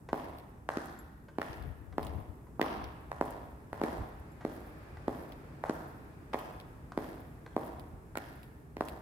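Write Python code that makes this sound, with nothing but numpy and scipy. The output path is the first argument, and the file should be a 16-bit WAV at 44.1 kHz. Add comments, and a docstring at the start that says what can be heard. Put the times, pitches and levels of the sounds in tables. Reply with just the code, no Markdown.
"""Stiletto ankle boots walk steadily over the concrete floor of a large bare hall, microphone alongside.
Each step is a heel click and a sole slap, answered by a ceiling echo, a floor-to-ceiling flutter
and a long tail; heel tips scuff, the thin heels ring and one step lands with a gritty crack.
Boots and trousers creak and rustle, a zip pull tinkles.
Air bumps the microphone, a soft hiss swells once and ventilation rumbles."""
import sys
import numpy as np
from scipy import signal
from scipy.io import wavfile

SR = 44100
rng = np.random.default_rng(int(sys.argv[2]) if len(sys.argv) > 2 else 0)


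def pcm_store(signal):
    """Save signal as 16-bit PCM."""
    levels = np.round(np.clip(np.atleast_2d(signal), -1, 1) * 32767)
    wavfile.write(sys.argv[1], SR, levels.astype(np.int16).T)


N = 397341
TIME = np.arange(N) / SR

# boot meets floor: t/s, heel blow/dB, sole blow/dB, hardness/dB, pitch/semitones, hall send/dB
FLOOR_CONTACTS = [(0.13, -2, -5.0, -3.5, 3.5, -0.0), (0.6895, -5.5, -19, 13, -2.5, 1.5),
                  (0.771, -35, -5.5, 2.5, -1, -2.5), (1.3846, -7.5, -6, -6, 6.5, -1),
                  (1.4165, -10.5, -27, 20, 1.5, 1.5), (1.9816, -3.5, -6.0, -4, 4, -1.5),
                  (2.5953, -4.5, -8, -16, 9.5, 7.5), (2.6142, -5.5, -3, 9.5, 6, -3),
                  (3.1163, -9.5, -30, 12, -0.5, -1), (3.2116, 0.5, -4, -3.5, 2, -3),
                  (3.73, -11.5, -20.5, 6.5, 2.0, 3.5), (3.815, -5, -6.5, -7, 1, 6.5),
                  (3.8366, -13, -4, 0, -1, -7), (4.45, -9.0, -4.5, -8, -1.5, -1),
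                  (5.0807, -4.5, -3.0, -10.5, 0, -1), (5.6384, -5.5, -35, 5, -2, 3),
                  (5.6959, -10, -3, -3, -5, -7), (6.3355, -13.5, -27, 14, 9.5, -1.5),
                  (6.3434, -3, -9.5, 0, 0.0, -1), (6.9756, -6.5, -3.5, -5.0, 1.5, 0),
                  (7.565, -1.5, -3.5, -8.5, 1.5, -1.5), (8.1547, -15.5, -29, 17, -0.5, 1),
                  (8.1725, -12.5, -13, 11.5, 3.5, -2.5), (8.768, -18, -14.5, 1.5, 3.5, 0.5),
                  (8.8084, -3, -6.5, -1.0, 0.5, -3)]
# modes of the heel shaft: f/Hz, level/dB, t60/s
SHAFT_MODES = [(1557, 7, 0.021), (1933, 0.5, 0.026), (4150, -20.5, 0.048)]


def footsteps(grit_s=0.002, left_lag_s=0.000092, pan_db=.5, hall_hardness=0.75):
    """Heel and sole drive the boot with an impulse plus crushed grit; returns near sound and hall send."""
    # thump, knock, clack, snap, crack: low/Hz, high/Hz, contact cut-off/Hz, grit share,
    # heel gain/dB, sole gain/dB, hardness share, pitch share
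    voices = [(197, 407, 4100, 0.046, -24, 1, 0, 0.078), (536, 1028, 1320, 0.42, -1, -29, 0.033, 0.25),
              (1076, 1916, 3460, 1.1, -15.5, -9, 0.87, 0.58),
              (2790, 4870, 8300, 0.91, -37.5, -22.5, 0.83, 0.19),
              (5250, 40000, 13400, 1.6, -33.5, -26.5, 0.63, 0.82)]
    near, sent = np.zeros((2, N)), np.zeros(N)
    t = np.arange(SR // 25) / SR
    impulse = 1. * (t == 0)
    for s, heel_db, sole_db, hard_db, semitones, send_db in FLOOR_CONTACTS:
        grit = unit_energy(rng.standard_normal((len(voices), 2, len(t))) * np.exp(-t / grit_s))
        for k, row in enumerate(voices):
            low_hz, high_hz, cut_hz, grit_share, by_heel_db, by_sole_db, hard_share, pitch_share = row
            blow = np.hypot(from_db(heel_db + by_heel_db), from_db(sole_db + by_sole_db))
            lift_db = hard_db * hard_share
            pitch = 2 ** (semitones * pitch_share / 12)
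            force = np.vstack([impulse + grit_share * grit[k], impulse])   # no grit into the hall
            voice = filtered(force, [pitch * low_hz, pitch * high_hz], "band")
            voice = filtered(voice, pitch * cut_hz, "low", order=4)
            polarity = -(-1) ** k
            left, right, outward = polarity * blow * unit_energy(voice)
            add(near[0], s + left_lag_s, left * from_db(lift_db - pan_db))
            add(near[1], s, right * from_db(lift_db + pan_db))
            add(sent, s, outward * from_db(send_db + hall_hardness * lift_db))
    return near, sent


def heel_ring(by_heel_db=-29, by_sole_db=-22):
    """The heel shaft rings louder under a stronger, harder blow."""
    out, shaft = np.zeros(N), unit_energy(ring(SHAFT_MODES))
    for s, heel_db, sole_db, hard_db, *_ in FLOOR_CONTACTS:
        blow = np.hypot(from_db(heel_db + by_heel_db), from_db(sole_db + by_sole_db))
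        add(out, s, blow * from_db(hard_db) * shaft)
    return out


def scuffs(band_hz=(400, 1200), sand_db=-24, sand_cut_hz=4200, shaft_db=-22):
    """A heel tip drags: a dull rasp that stirs the shaft, with a little sand on top."""
    # skids: t/s, level/dB, decay/s
    skids = [(0.088, -33.5, 0.009), (0.714, -35.5, 0.018), (1.284, -44, 0.011), (1.925, -46.5, .008),
             (2.469, -49.5, 0.0038), (4.408, -41.5, 0.023), (4.97, -42, 0.0045), (5.657, -38.5, 0.03),
             (6.332, -29.5, 0.0081), (6.92, -33, 0.0037), (7.463, -40, 0.0039)]
    out, t = np.zeros(N), np.arange(SR // 12) / SR
    shaft = unit_energy(ring(SHAFT_MODES))
    for s, db, decay_s in skids:
        drag = rng.standard_normal(len(t)) * np.exp(-t / decay_s)
        sand = from_db(sand_db) * filtered(drag, sand_cut_hz, "low")
        stirred = from_db(shaft_db) * signal.fftconvolve(drag, shaft)[:len(t)]
        rasp = filtered(drag, band_hz, "band") + sand + stirred
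        add(out, s, from_db(db) * rasp / np.abs(rasp).max())
    return out


def radiation_dip(x, band_hz=(2250, 3000), depth=0.19):
    """The boot radiates weakly just above its clack."""
    return x - depth * filtered(x, band_hz, "band", order=1)


def ceiling(near, echo_s=.0123, echo_db=-10.5, trip_hz=52.4, flutter_db=-17.5, flutter_t60_s=1.0):
    """One echo from above, then a dull flutter of round trips between floor and ceiling."""
    sway_s = .0004 * np.cos(2 * np.pi * .6 * TIME)   # the carried microphone sways in height
    overhead = np.array([np.interp(TIME - echo_s + sway_s, TIME, side) for side in near])
    trips_s = np.arange(1, 50) / trip_hz
    bounces = np.zeros(2 * SR)
    bounces[(trips_s * SR).astype(int)] = from_db(flutter_db - 60 * trips_s / flutter_t60_s)
    flutter = signal.fftconvolve(near + overhead, bounces[None], axes=1)[:, :N]
    return from_db(echo_db) * overhead + filtered(flutter, 1500, "low")


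def hall(sent, build_s=0.033, merge_s=0.33, lump_db=4.5):
    """Far-wall reflections arrive in lumps, merge, then die away band by band."""
    # tail spectrum: f/Hz, gain/dB
    tail_gain = [(100, -5.5), (300, -7.5), (700, -4), (1100, -2), (1500, 1.5), (2200, -3.5), (3200, 4.5),
                 (4500, -4.5), (6000, 3), (8000, 3.5), (15000, 1)]
    # tail decay: f/Hz, t60/s
    tail_t60 = [(100, 1.2), (300, 0.8), (800, 1.175), (1700, 1.37), (4000, 1.14), (8000, 0.79),
                (15000, 0.12)]
    t = np.arange(3 * SR // 2) / SR
    lumps = filtered(rng.standard_normal(len(t)), 350, "low")
    lumpy = from_db(lump_db * lumps / np.std(lumps) * np.exp(-t / merge_s))
    build = lumpy * (1 - np.exp(-t / build_s))
    tail = sum(band * unit_energy(build * from_db(-60 * t / at_hz(tail_t60, hz)))
               for hz, band in diffuse_bands(len(t), tail_gain))
    return signal.fftconvolve(sent[None], tail, axes=1)[:, :N]


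def creaks_and_floor_crack(top_db=-1, body_db=1, after_db=-13, tick_decay_s=.0019):
    """Crisp ticks: leather creaks and, at 8.17 s, the sharp gritty crack of a boot striking the floor."""
    # creaks and the one floor crack: t/s, level/dB, low-band offset/dB
    ticks = [(0.385, -48.5, 6), (0.8582, -43, -6), (1.5309, -54, 15), (1.6248, -51, 6), (2.0296, -41, 6),
             (2.0475, -42, -15), (2.068, -41, 6), (2.8416, -45.5, 10), (3.254, -47.5, -12),
             (3.3063, -42, -7), (5.3213, -48, 9), (6.3884, -39.5, 3.5), (6.6005, -45.5, 7.5),
             (7.664, -48, -1), (7.7963, -45.5, 3), (8.172, -33.5, -6), (8.431, -48, 4.5),
             (8.8523, -44, -12), (8.885, -35, 3.5)]
    out, t = np.zeros((2, N)), np.arange(SR // 30) / SR
    for s, db, low_db in ticks:
        starts_s = np.r_[0, rng.uniform(.003, .016, 3)]   # one burst, then three weaker ones
        bursts = sum(from_db(after_db * (k > 0)) * (t >= at) * np.exp(-np.abs(t - at) / tick_decay_s)
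                     for k, at in enumerate(starts_s))
        tick = from_db(db) * rng.standard_normal((2, len(t))) * bursts
        top = from_db(top_db) * filtered(tick, [5500, 15000], "band")
        body = from_db(body_db + low_db) * filtered(tick, [1800, 5000], "band")
        add(out, s, top + body)
    return out


def rustle(gain_db=-70.5, rise_s=0.094, sharpness=0.74, same_step_s=.3, grain_db=1.5, clump_db=3.5):
    """Leather and cloth rub as the foot takes the weight, catching in clumps of fine grains."""
    # rubbing spectrum: f/Hz, density/dB
    colour = [(2500, -61), (4000, 12), (6500, 13), (9000, 14), (11500, 33), (14000, 33), (16000, -70.5)]
    contacts_s = np.array(FLOOR_CONTACTS)[:, 0]
    landings_s = contacts_s[np.diff(contacts_s, append=np.inf) > same_step_s]   # each step's last contact
    ages = [np.maximum(TIME - s, 0) / rise_s for s in landings_s]
    swell = from_db(gain_db) * sum((age * np.exp(1 - age)) ** sharpness for age in ages)
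    grain, clump = (filtered(rng.standard_normal(N), hz, "low") for hz in (300, 35))
    catching = from_db(grain_db * grain / np.std(grain) + clump_db * clump / np.std(clump))
    return swell * catching * filtered(noise(colour), 2500, "high")


def zip_pull():
    """A small metal tab touches its slider and rings."""
    # touches: t/s, level/dB
    touches = [(0.989, -41), (4.318, -56), (8.436, -66)]
    # tab modes: f/Hz, level/dB, t60/s
    tab_modes = [(7400, -5.5, 0.045), (11300, -7, 0.11)]
    out = np.zeros(N)
    for s, db in touches:
        add(out, s, from_db(db) * ring(tab_modes) / 2)
    return out


def air_puffs():
    """Swirls of air push on the microphone ports, mostly the left."""
    # swirls: t/s, left level/dB, Gaussian width/s, left over right/dB
    swirls = [(1.506, -40, 0.0093, 14), (1.657, -35.5, 0.047, 14), (1.876, -45, .06, 22),
              (2.084, -38, 0.076, 13), (2.182, -35, 0.021, 22), (2.31, -39.5, 0.014, 19),
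              (2.83, -41, 0.039, 24), (4.011, -36.5, .014, -5), (7.941, -45, 0.013, -3)]
    # buffeting spectrum: f/Hz, density/dB
    colour = [(22, -30), (45, -6), (75, 5.5), (110, -7), (200, -17.5), (500, -24), (2000, -56)]
    push = sum(from_db([[db], [db - pan_db]]) * np.exp(-.5 * ((TIME - s) / width_s) ** 2)
               for s, db, width_s, pan_db in swirls)
    return push * noise(colour)


def hiss(peak_s=4.88, peak_db=-55.5, rise_db_per_s=9, fall_db_per_s=4):
    """A soft hiss comes up quickly mid-hall and fades slowly."""
    # hiss spectrum: f/Hz, density/dB
    colour = [(400, 17.5), (900, 13), (2000, 9.5), (2800, -9), (4200, -5.5), (6500, -20), (16000, -46)]
    since_s = TIME - peak_s
    level_db = peak_db + np.minimum(rise_db_per_s * since_s, -fall_db_per_s * since_s)
    return from_db(level_db) * noise(colour)


def ventilation():
    """Ventilation rumble and microphone hiss, drifting slightly in level."""
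    # spectrum: f/Hz, density/dB
    colour = [(22, -29), (40, -4), (62, 6), (90, -2), (150, 1), (210, -10.5), (310, -3), (450, -19),
              (800, -20.5), (1500, -27.5), (3000, -48.5), (6000, -44), (11000, -38), (16000, -52)]
    # drift: t/s, level/dB
    drift = [(0, -51), (1.2, -53), (2.6, -50.5), (5.0, -50), (7.8, -50), (9.01, -52)]
    level_db = np.interp(TIME, *np.transpose(drift))
    return from_db(level_db) * noise(colour)


def diffuse_bands(size, colour):
    """Half-octave bands of coloured noise at two spaced ports; yields (centre/Hz, stereo band)."""
    # diffuse field: f/Hz, left-right correlation
    correlation = [(30, 0.89), (130, 0.97), (290, 0.83), (640, 0.35), (1400, -0.23), (3000, 0.058),
                   (15000, -0.014)]
    edges_hz = 20 * 2 ** np.arange(0, 10.1, .5)
    white = rng.standard_normal((2, 2, size))
    for k, (low, high) in enumerate(zip(edges_hz, edges_hz[1:])):
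        if high < colour[0][0] or low > colour[-1][0]:
            continue
        hz = np.sqrt(low * high)
        mid, side = from_db(at_hz(colour, hz)) * filtered(white[k % 2], [low, high], "band")
        alike = np.clip(at_hz(correlation, hz), -1, 1)
        yield hz, np.sqrt((1 + alike) / 2) * mid + np.sqrt((1 - alike) / 2) * side * [[1], [-1]]


def noise(colour):
    """Steady stereo noise of the given spectrum, rms 1."""
    out = sum(band for _, band in diffuse_bands(N, colour))
    return out / np.std(out)


def ring(modes):
    """Decaying modes of a struck part."""
    t = np.arange(SR // 6) / SR
    return sum(from_db(db - 60 * t / t60_s) * np.sin(2 * np.pi * hz * t) for hz, db, t60_s in modes)


def from_db(db):
    return 10 ** (np.asarray(db) / 20)


def unit_energy(x):
    return x / np.sqrt(np.sum(x ** 2, axis=-1, keepdims=True) + 1e-20)


def at_hz(points, hz):
    """Interpolate over log frequency."""
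    f, value = np.transpose(points)
    return np.interp(np.log(hz), np.log(f), value)


def filtered(x, hz, kind, order=2):
    """Butterworth filter."""
    sos = signal.butter(order, np.clip(hz, 10, .45 * SR), kind, fs=SR, output="sos")
    return signal.sosfilt(sos, x + 1e-18)


def add(track, s, sound):
    """Mix a sound into a track from time s on."""
    i = max(int(round(s * SR)), 0)
    track[..., i:i + sound.shape[-1]] += sound[..., :max(N - i, 0)]


def scene(heel_send_db=-1):
    """Steps in the hall, small sounds of boots and clothes, and air."""
    near, sent = footsteps()
    heels = scuffs() + heel_ring()
    direct = near + heels
    tail = hall(sent + from_db(heel_send_db) * heels)
    feet = radiation_dip(direct + ceiling(direct) + tail)
    small_sounds = creaks_and_floor_crack() + zip_pull() + rustle()
    air = ventilation() + hiss() + air_puffs()
    return feet + small_sounds + air


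def record(dry):
    """Steep low-pass at 16 kHz."""
    return signal.sosfilt(signal.ellip(10, .2, 70, 16000, fs=SR, output="sos"), dry)


dry = scene()
out = record(dry)
pcm_store(out)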